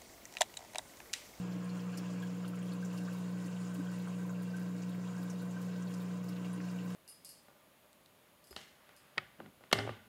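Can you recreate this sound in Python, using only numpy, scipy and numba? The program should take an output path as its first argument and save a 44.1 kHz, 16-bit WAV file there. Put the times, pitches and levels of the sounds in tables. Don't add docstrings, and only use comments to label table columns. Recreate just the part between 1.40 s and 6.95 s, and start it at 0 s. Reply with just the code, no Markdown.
import sys
import numpy as np
from scipy import signal
from scipy.fft import rfft, irfft
from scipy.io import wavfile
from scipy.ndimage import uniform_filter1d
from numba import njit

SR = 44100
rng = np.random.default_rng(int(sys.argv[2]) if len(sys.argv) > 2 else 0)


def dump_mix(stems):
    frames = np.atleast_2d(stems).T
    limited = np.clip(frames, -1, 1)
    pcm = np.round(limited * 32767).astype(np.int16)
    wavfile.write(sys.argv[1], SR, pcm)


def elevation(decibels):
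    levels = np.asarray(decibels, float)
    return 10 ** (levels / 20)


N = 244736

# mains_multiple, level_db
HUM_LINES = [(2, -52), (3, -39.5), (4, -65.5), (5, -60), (6, -70), (8, -59), (9, -72), (10, -73),
             (11, -85.5), (12, -72), (15, -71.5), (17, -76.5), (18, -70.5)]
# start_s, level_db
MOTOR_LOAD = [
    (0.0, -39),
    (0.06, -40.5),
    (0.71, -41),
    (0.8, -40.5),
    (2.98, -40),
    (5.5, -40.5),
    (5.55, -41.5),
]
# frequency_hz, level_db (per Hz)
RUMBLE_SHAPE = [(25, -34.5), (70, -32.5), (100, -19), (135, -4.5), (205, -1), (225, -14.5), (260, -8),
                (352, -15), (450, -8), (700, -13), (900, -27), (1300, -38)]
# frequency_hz, width_hz, lift_db
CABINET_MODES = [(185, 13, 4), (279, 23, 6), (306.3, 19, 6), (327, 15, 9), (271.4, 16.4, 3), (415, 24, 5),
                 (520, 20, -0.5), (592.6, 19, 4.5)]
# start_s, swell_db (negative chokes)
COLUMN_SLOSHES = [(.15, 8.5), (.6, 5), (.73, 5.5), (.82, 1), (.94, 2), (1.03, -4), (1.1, 6), (1.58, 4),
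                  (1.68, -7), (1.82, -4), (1.96, 0), (2.06, 4), (2.18, -18), (2.3, 1), (2.4, 13.5),
                  (2.64, 3), (3.37, 5), (3.62, 0), (3.76, -12), (3.82, 8.5), (4.02, 5.5), (4.14, -8),
                  (4.65, 3), (4.73, -4), (4.9, 2), (4.95, -6), (5.19, 8), (5.3, -10)]
# start_s, place (0 outlet - 1 middle)
MIC_PLACE = [
    (0, 0.16),
    (.9, 0.41),
    (1.7, 0.96),
    (5.55, 0.96),
]
# frequency_hz, width_hz, outlet_lift_db, middle_lift_db
PIPE_MODES = [(1017, 147, 5, 15), (1178, 27, 1, 6), (1353, 120, 3, 6), (1505, 51, 3, 8.5),
              (1558, 37, -11, 14.5), (1635, 33, 13, 8), (1927, 92, -3.5, 6.5), (2225, 43, 4, 12.5),
              (2387, 34, 1, 11.5), (2590, 78, 6, 4.5), (2760, 42, 3.5, 5), (2783, 220, 2, 5),
              (3030, 29, 7, 10), (3260, 25, 9.5, 12.5), (3790, 88, -12, 12.5), (4360, 56, 8.5, 10),
              (4780, 28, 4, 16), (5040, 130, 5, 6), (5480, 36, 14, 12), (6020, 85, 10, 6), (6600, 73, 5, 6),
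              (7100, 550, 6.5, 4)]
# frequency_hz, level_db (per Hz)
WATER_SHAPE = [(400, -27.5), (700, -12.5), (850, -13.5), (1240, -11), (1440, -13), (1760, -13.5),
               (2100, -15.5), (3500, -19), (5500, -21), (7200, -17), (8600, -21.5), (10000, -21.5),
               (11000, -50), (15700, -46)]
# start_s, stream_level_db, spray_lift_db
WATER_FLOW = [
    (0, -53.5, -13.5),
    (.8, -54.5, -9),
    (1.6, -57.5, -3),
    (2.4, -57.5, -1.5),
    (3.2, -58.5, -5.5),
    (4, -57.5, -2.5),
    (4.8, -57.5, -5),
    (5.55, -57.5, -3.5),
]
# start_s, level_db, pitch_hz, spread_octaves
WIDE_GURGLES = [(0.209, -51, 1620, 0.37), (0.637, -50, 1340, 0.72), (0.667, -47.5, 1600, 0.063),
                (0.831, -47.5, 1585, .19), (1.041, -46.5, 1450, 0.41), (1.139, -49.5, 1400, .21),
                (1.176, -50, 1750, 0.42), (1.542, -49, 1350, 0.84), (1.684, -46, 1530, 0.47),
                (2.462, -53, 1460, 0.36), (2.524, -55, 1440, 0.34), (2.678, -48, 1300, 0.56),
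                (2.822, -52.5, 1590, 0.32), (2.896, -52, 1550, 0.23), (3.131, -49, 1543, 0.078),
                (3.184, -51.5, 1490, 0.19), (3.743, -51, 1530, 0.2), (3.777, -51, 1604, 0.11),
                (4.395, -60, 1570, 0.22), (4.705, -53.5, 1710, 0.71), (5.206, -48, 1900, 0.77)]
# start_s, level_db, pitch_hz
WIDE_BLIPS = [(0.5337, -41.5, 1510), (1.4301, -49, 1570), (1.6287, -54, 1560), (2.0273, -53, 1480),
              (2.277, -52, 1520), (2.4049, -52, 1510), (2.4892, -47, 1510), (2.9282, -52, 1360),
              (2.9946, -51, 1580), (3.2201, -51, 1550), (3.2615, -58, 1430), (3.3544, -52, 1500),
              (3.6491, -51, 1530), (3.686, -50, 1320), (3.8207, -51, 1570), (3.8506, -49, 1490),
              (3.8926, -51, 1530), (4.0193, -50, 1520), (4.1664, -48, 1520), (4.3136, -56, 1570),
              (4.362, -52, 1570), (4.4583, -52, 1420), (4.589, -52, 1400), (4.9576, -51, 1490),
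              (5.0968, -55, 1480), (5.1317, -54, 1500), (5.2395, -50, 1560), (5.3612, -52, 1570),
              (5.453, -53, 1510), (5.5293, -56, 1600)]
# start_s, level_db, pitch_hz
NARROW_TRICKLES = [(0.397, -55.5, 2880), (0.535, -55.5, 2640), (0.824, -54, 3130), (1.051, -55.5, 3320),
                   (1.22, -57.5, 2900), (1.292, -60, 3100), (2.128, -59, 2860), (2.167, -57, 3200),
                   (2.354, -59, 2760), (2.705, -63, 2440), (3.437, -58.5, 2550), (3.548, -58, 2260),
                   (4.51, -61, 2920), (4.92, -59, 3200), (4.966, -56, 2200), (5.048, -56, 3000),
                   (5.39, -55, 2900)]
# start_s, level_db, pitch_hz
NARROW_BEADS = [(0.3451, -55, 2540), (0.442, -58, 2790), (0.4958, -51, 2520), (0.5696, -54, 2600),
                (0.6458, -55, 2660), (1.1378, -54, 2700), (1.3518, -54, 2680), (1.4064, -55, 2800),
                (1.516, -51, 2720), (1.5816, -50, 2760), (1.6856, -62, 2600), (1.7173, -53.5, 2670),
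                (1.8806, -61, 2760), (2.0842, -53.5, 2760), (2.582, -57, 2780), (2.6397, -55, 2760),
                (2.967, -59, 2460), (3.2645, -56, 3270), (3.4057, -61, 2400), (3.6431, -54, 2690),
                (3.9, -58, 2700), (4.159, -56, 2900), (4.3161, -60, 2730), (4.7057, -58, 2360),
                (5.2031, -55, 2480), (5.244, -54, 2520)]
# start_s, level_db, pitch_hz
AIR_GLUGS = [(0.501, -47, 1070), (0.545, -42, 1160), (0.635, -45, 1090), (0.69, -50, 1020),
             (0.817, -48, 1050), (1.158, -54, 977), (1.189, -50, 1030), (1.271, -53, 1070),
             (1.68, -45, 1180), (1.756, -48, 910), (1.846, -55, 970), (2.025, -49, 1050), (2.155, -54, 972),
             (2.206, -55, 1070), (2.314, -53, 1090), (2.432, -51, 991), (2.684, -49, 1070),
             (2.723, -45, 1030), (2.798, -52, 1050), (2.857, -49, 1030), (2.901, -46.5, 1060),
             (3.033, -53, 1060), (3.228, -50, 960), (3.306, -49, 1180), (3.421, -53, 1090),
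             (3.672, -49, 1020), (3.712, -52, 1060), (3.778, -48, 1040), (3.985, -60, 1030),
             (4.081, -51, 1050), (4.189, -51, 1010), (4.389, -50, 1020), (4.447, -47.5, 1010),
             (4.652, -54, 1080), (4.746, -51, 1030), (5.006, -49, 966), (5.053, -53, 1060),
             (5.139, -54, 1040), (5.452, -47, 1070), (5.484, -54, 1000)]
# start_s, level_db, pitch_hz
RIM_PLINKS = [(0.1251, -53.5, 4250), (0.2942, -49, 4270), (0.401, -52.5, 5050), (0.5745, -47, 5100),
              (0.824, -59, 5640), (1.0793, -55, 4360), (1.2745, -63, 3800), (1.322, -50, 4270),
              (1.4475, -51, 6110), (1.5768, -55, 4870), (1.6516, -54, 4830), (1.7345, -60, 5000),
              (2.0465, -53.5, 4890), (2.2174, -56, 4560), (2.6, -53, 3870), (2.7072, -62, 3780),
              (3.105, -52, 4830), (3.1657, -56, 6160), (3.2251, -58, 5040), (3.4216, -54, 6090),
              (3.678, -58, 3790), (3.8217, -57, 4870), (3.8985, -51, 6030), (3.9589, -58, 3790),
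              (3.9977, -54, 4250), (4.2757, -58, 5900), (4.3625, -56, 3600), (4.4735, -52, 3990),
              (4.5385, -53, 4860), (4.6054, -54, 3840), (4.7167, -57, 4400), (4.8319, -57, 6140),
              (4.8853, -49.5, 5130), (4.9616, -56, 3690), (5.0384, -59, 3980), (5.1302, -61, 3790),
              (5.238, -56.5, 6130), (5.3014, -60, 4400)]
# start_s, level_db, pitch_hz, spread_octaves
SUMP_SPLASHES = [(0.245, -64, 8800, .3), (0.576, -52.5, 7800, 1.05), (0.802, -66, 7500, .27),
                 (0.827, -65, 9340, 1.18), (0.874, -62.5, 6600, .71), (1.08, -58, 9900, 0.74),
                 (1.156, -62.5, 8940, 1), (1.191, -64, 7520, .42), (1.228, -63, 9200, .22),
                 (1.334, -61, 9800, 0.7), (1.45, -58, 7400, 0.48), (1.577, -56.5, 7100, 1.3),
                 (1.731, -61, 10630, 0.96), (2.062, -58, 7900, 0.72), (2.345, -57.5, 10500, 1.4),
                 (2.676, -62, 9500, .3), (2.895, -61, 7200, .28), (3.023, -61.5, 11100, 0.98),
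                 (3.169, -61, 9700, 0.48), (3.424, -60, 6700, 0.57), (3.831, -62, 11600, 0.7),
                 (3.9, -57, 7160, .91), (4.02, -64, 11100, .73), (4.112, -62, 7200, 0.42),
                 (4.218, -59, 11000, 1.1), (4.424, -60.5, 7000, 0.61), (4.539, -58.5, 7520, 1.1),
                 (4.889, -59.5, 11100, 0.78), (5.131, -57, 9350, .3), (5.314, -67, 11100, .83)]
# start_s, level_db, pitch_hz
FINE_SPITS = [(0.1156, -61, 14200), (0.4025, -62, 14100), (0.5736, -47, 12500), (0.822, -61, 11000),
              (1.0789, -55, 14200), (1.2531, -58, 12000), (1.3319, -59, 15400), (1.4506, -57, 13700),
              (1.5294, -55, 14400), (1.5743, -58, 11000), (1.73, -59, 12800), (1.7699, -56, 13300),
              (2.3416, -53, 12900), (2.4498, -61, 12000), (2.584, -55, 14700), (2.7043, -62, 15400),
              (2.7916, -60, 14300), (2.8634, -55, 14300), (2.9093, -57, 13600), (3.0225, -59, 13700),
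              (3.1622, -61, 12100), (3.5483, -61, 13400), (3.8172, -57, 12800), (3.902, -56, 11100),
              (4.0183, -58, 14200), (4.2043, -57, 14100), (4.365, -60, 14100), (4.5067, -55, 11000),
              (4.54, -58, 11100), (4.5815, -59, 12700), (4.6174, -50, 15400), (4.8404, -64, 13600),
              (4.8898, -58, 12900), (5.1302, -59, 11300), (5.3622, -60, 13200), (5.452, -52, 15200)]


def level(x, db):
    return x * elevation(db) / np.sqrt(np.mean(x ** 2))


def curve(table):
    s, *columns = np.transpose(table)
    return [np.interp(np.arange(N) / SR, s, c) for c in columns]


def walk(rate_hz):
    k = int(SR / rate_hz)
    held = np.repeat(rng.standard_normal(N // k + 1), k)
    return 0.89 * uniform_filter1d(uniform_filter1d(held, k), k)[:N]


def colour(x, shape, modes, size=16384):
    hz = np.arange(size // 2 + 1) * SR / size + 1
    shape_hz, shape_db = np.transpose(shape)
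    db = np.interp(np.log(hz), np.log(shape_hz), shape_db)
    db = db + sum(lift / (1 + (2 * (hz - f) / w) ** 2) for f, w, lift in modes)
    cep = irfft(np.log(elevation(db)))
    cep[1:size // 2] *= 2
    cep[size // 2 + 1:] = 0
    return signal.fftconvolve(x, irfft(np.exp(rfft(cep))))[:N]


@njit
def bubbles(start, hz, cycles, size, glide, length):
    out = np.zeros(length)
    for k in range(len(start)):
        n = int(cycles[k] * SR / hz[k]) + 2
        fade, up = np.exp(-np.log(1000) / n), (1 + glide) ** (1 / n)
        a, w, phase, shut = size[k], 2 * np.pi * hz[k] / SR, 0., 1.
        for i in range(start[k], min(start[k] + n, length)):
            out[i] += a * (1 - shut) * np.sin(phase)
            phase += w
            w = min(w * up, 3.)
            a *= fade
            shut *= fade ** 4
    return out


def slosh():
    t, bump_s = np.arange(N) / SR, 0.016
    return sum(db * np.exp(-.5 * ((t - s) / bump_s) ** 2) for s, db in COLUMN_SLOSHES)


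def pump():
    mains_hz, jolt_s = 60.024, .0016
    load_db, = curve(MOTOR_LOAD)
    turn = 2 * np.pi * mains_hz * (np.arange(N) / SR - jolt_s)
    lines = 0
    for k, db in HUM_LINES:
        phase = (k > 6) * rng.uniform(0, 2 * np.pi)
        waver_db = (.4 + .6 * (k > 9)) * walk(7.5)
        lines = lines + elevation(db + waver_db) * np.sqrt(2) * np.cos(k * turn + phase)
    rough = rng.standard_normal(N) * elevation(.5 * walk(20))
    rumble = level(colour(rough, RUMBLE_SHAPE, CABINET_MODES), -52)
    near_column = signal.butter(2, (250, 340), "band", fs=SR, output="sos")
    band = signal.sosfiltfilt(near_column, lines + rumble)
    return lines * elevation(load_db - load_db.mean()) + rumble + band * (elevation(slosh()) - 1)


def pipes(x, shape, share):
    place, = curve(MIC_PLACE)
    f, w, outlet_db, middle_db = np.transpose(PIPE_MODES)
    cap_db = np.where(f > 2000, 8, 12)
    w = np.maximum(w, f / 100)
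    outlet = colour(x, shape, zip(f, w, share * np.minimum(outlet_db, cap_db)))
    middle = colour(x, shape, zip(f, w, share * np.minimum(middle_db, cap_db)))
    return outlet + np.clip(place, 0, 1) * (middle - outlet)


def sump(x):
    trips_ms, back = np.array([1.3, 2.9, 4.7, 7.9]), 0.5
    turn = -2j * np.pi * np.arange(N // 2 + 1) * SR / N
    trips = np.exp(turn * trips_ms[:, None] / 1000)
    return irfft(rfft(x, N) * np.prod((trips - back) / (1 - back * trips), axis=0), N)[:N]


def mist():
    t, fade_s = np.arange(N) / SR, 0.1
    lull = sum((t > s) * np.exp(-np.abs(t - s) / fade_s) for s, *_ in SUMP_SPLASHES)
    return -2 * np.minimum(lull, 1) + 4 * walk(19.0)


def swarm(lo_hz, cycles, scatter_db, per_hz):
    when, pitch, loud = rng.random((int(per_hz * lo_hz), 3)).T
    hz = lo_hz * (1 + (np.sqrt(2) - 1) * pitch)
    extra_db = np.minimum(-scatter_db * np.log(1 - loud), 9)
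    size = np.sqrt(hz) * elevation(extra_db)
    x = bubbles((when * N).astype(np.int64), hz, cycles + 0 * hz, size, 0.087, N)
    return level(x, 10 * np.log10(lo_hz))


def stream():
    flow_db, spray_db = curve(WATER_FLOW)
    mist_db = mist()
    spit, mix = walk(23.88), 0
    for hz in 350 * 2 ** np.arange(0, 5.6, .5):
        fine = np.clip(np.log2(hz / 2500) / 2, 0, 1)
        surge_db = .9 * spit + 1.16 * walk(25.97) + 0.36 * walk(7.9)
        surge_db = surge_db + fine * (1.9 * spit + spray_db) + fine ** 3 * mist_db
        mix = mix + swarm(hz, 21.2 + 45 * fine, 2.0 + 3.4 * fine, 3. - 1.8 * fine) * elevation(surge_db)
    return level(pipes(mix, WATER_SHAPE, 1), 0) * elevation(flow_db)


def rows(table, *shared):
    return np.c_[table, np.tile(shared, (len(table), 1))]


def bursts(table, ring, trim_db, count):
    s, db, hz, spread, ms = (c[:, None] for c in np.transpose(table))
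    late, off = np.moveaxis(rng.random((len(table), count, 2)), -1, 0)
    swell_s = 7 / hz
    start = (SR * (s - swell_s + 1.3 * ms / 1000 * late ** 2.1)).astype(np.int64)
    pitch = np.minimum(hz * 2 ** (spread * (off - .5)), .4 * SR)
    cycles = ring / spread + 0 * off
    ring_s = cycles / pitch / (4 * np.log(1000))
    size = elevation(db + trim_db) * np.sqrt((ms / 1000 + 0.0036) / (count * ring_s))
    return bubbles(start.ravel(), pitch.ravel(), cycles.ravel(), size.ravel(), 0.028, N)


def spatter(level_db, scatter_db, low_hz, octaves, wide_oct, count):
    when, loud, pitch, spread, span = rng.random((count, 5)).T
    db = level_db + np.minimum(-scatter_db * np.log(1 - loud), 6)
    return np.c_[when * N / SR, db, low_hz * 2 ** (octaves * pitch), .25 + wide_oct * spread, 5 + 14 * span]


def drain_bubbles():
    wide = bursts(rows(WIDE_GURGLES, 9), 9.5, -8.0, count=14)
    wide = wide + bursts(rows(WIDE_BLIPS, 0.13, 12), 4.4, -14.0, count=8)
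    narrow = bursts(rows(NARROW_TRICKLES, 0.35, 11), 6.3, -3.0, count=12)
    narrow = narrow + bursts(rows(NARROW_BEADS, 0.24, 16), 7.5, -12.0, count=12)
    standpipe = bursts(rows(AIR_GLUGS, .2, 16), 3.6, -16.5, count=8)
    return wide + narrow + standpipe


def droplets():
    rim = bursts(rows(RIM_PLINKS, 0.31, 12), 5.9, -9.5, count=24)
    splashes = bursts(rows(SUMP_SPLASHES, 11), 13.4, 0.25, count=110)
    finest = bursts(rows(FINE_SPITS, 0.64, 16), 9.3, -10.5, count=60)
    high = bursts(spatter(-71, 2.7, 6050, 1.33, 0.85, count=120), 3.1, 0, count=30)
    low = bursts(spatter(-70, 1.4, 2300, 1.37, 0.19, count=110), 6.9, 0, count=10)
    return rim + splashes + finest + high + low


def scene():
    drops = pipes(drain_bubbles() + droplets(), [(60, -30), (510, 0), (16000, 0)], 0.96)
    water = sump(stream() + elevation(-12) * drops)
    return (pump() + drops + water)[None]


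def low_pass(x):
    return signal.sosfilt(signal.butter(12, 16600, fs=SR, output="sos"), x)


def record(dry):
    top_cut = signal.ellip(12, .3, 70, 15750, fs=SR, output="sos")
    x = signal.sosfilt(top_cut, dry)
    return low_pass(x)


dry = scene()
out = record(dry)
dump_mix(out)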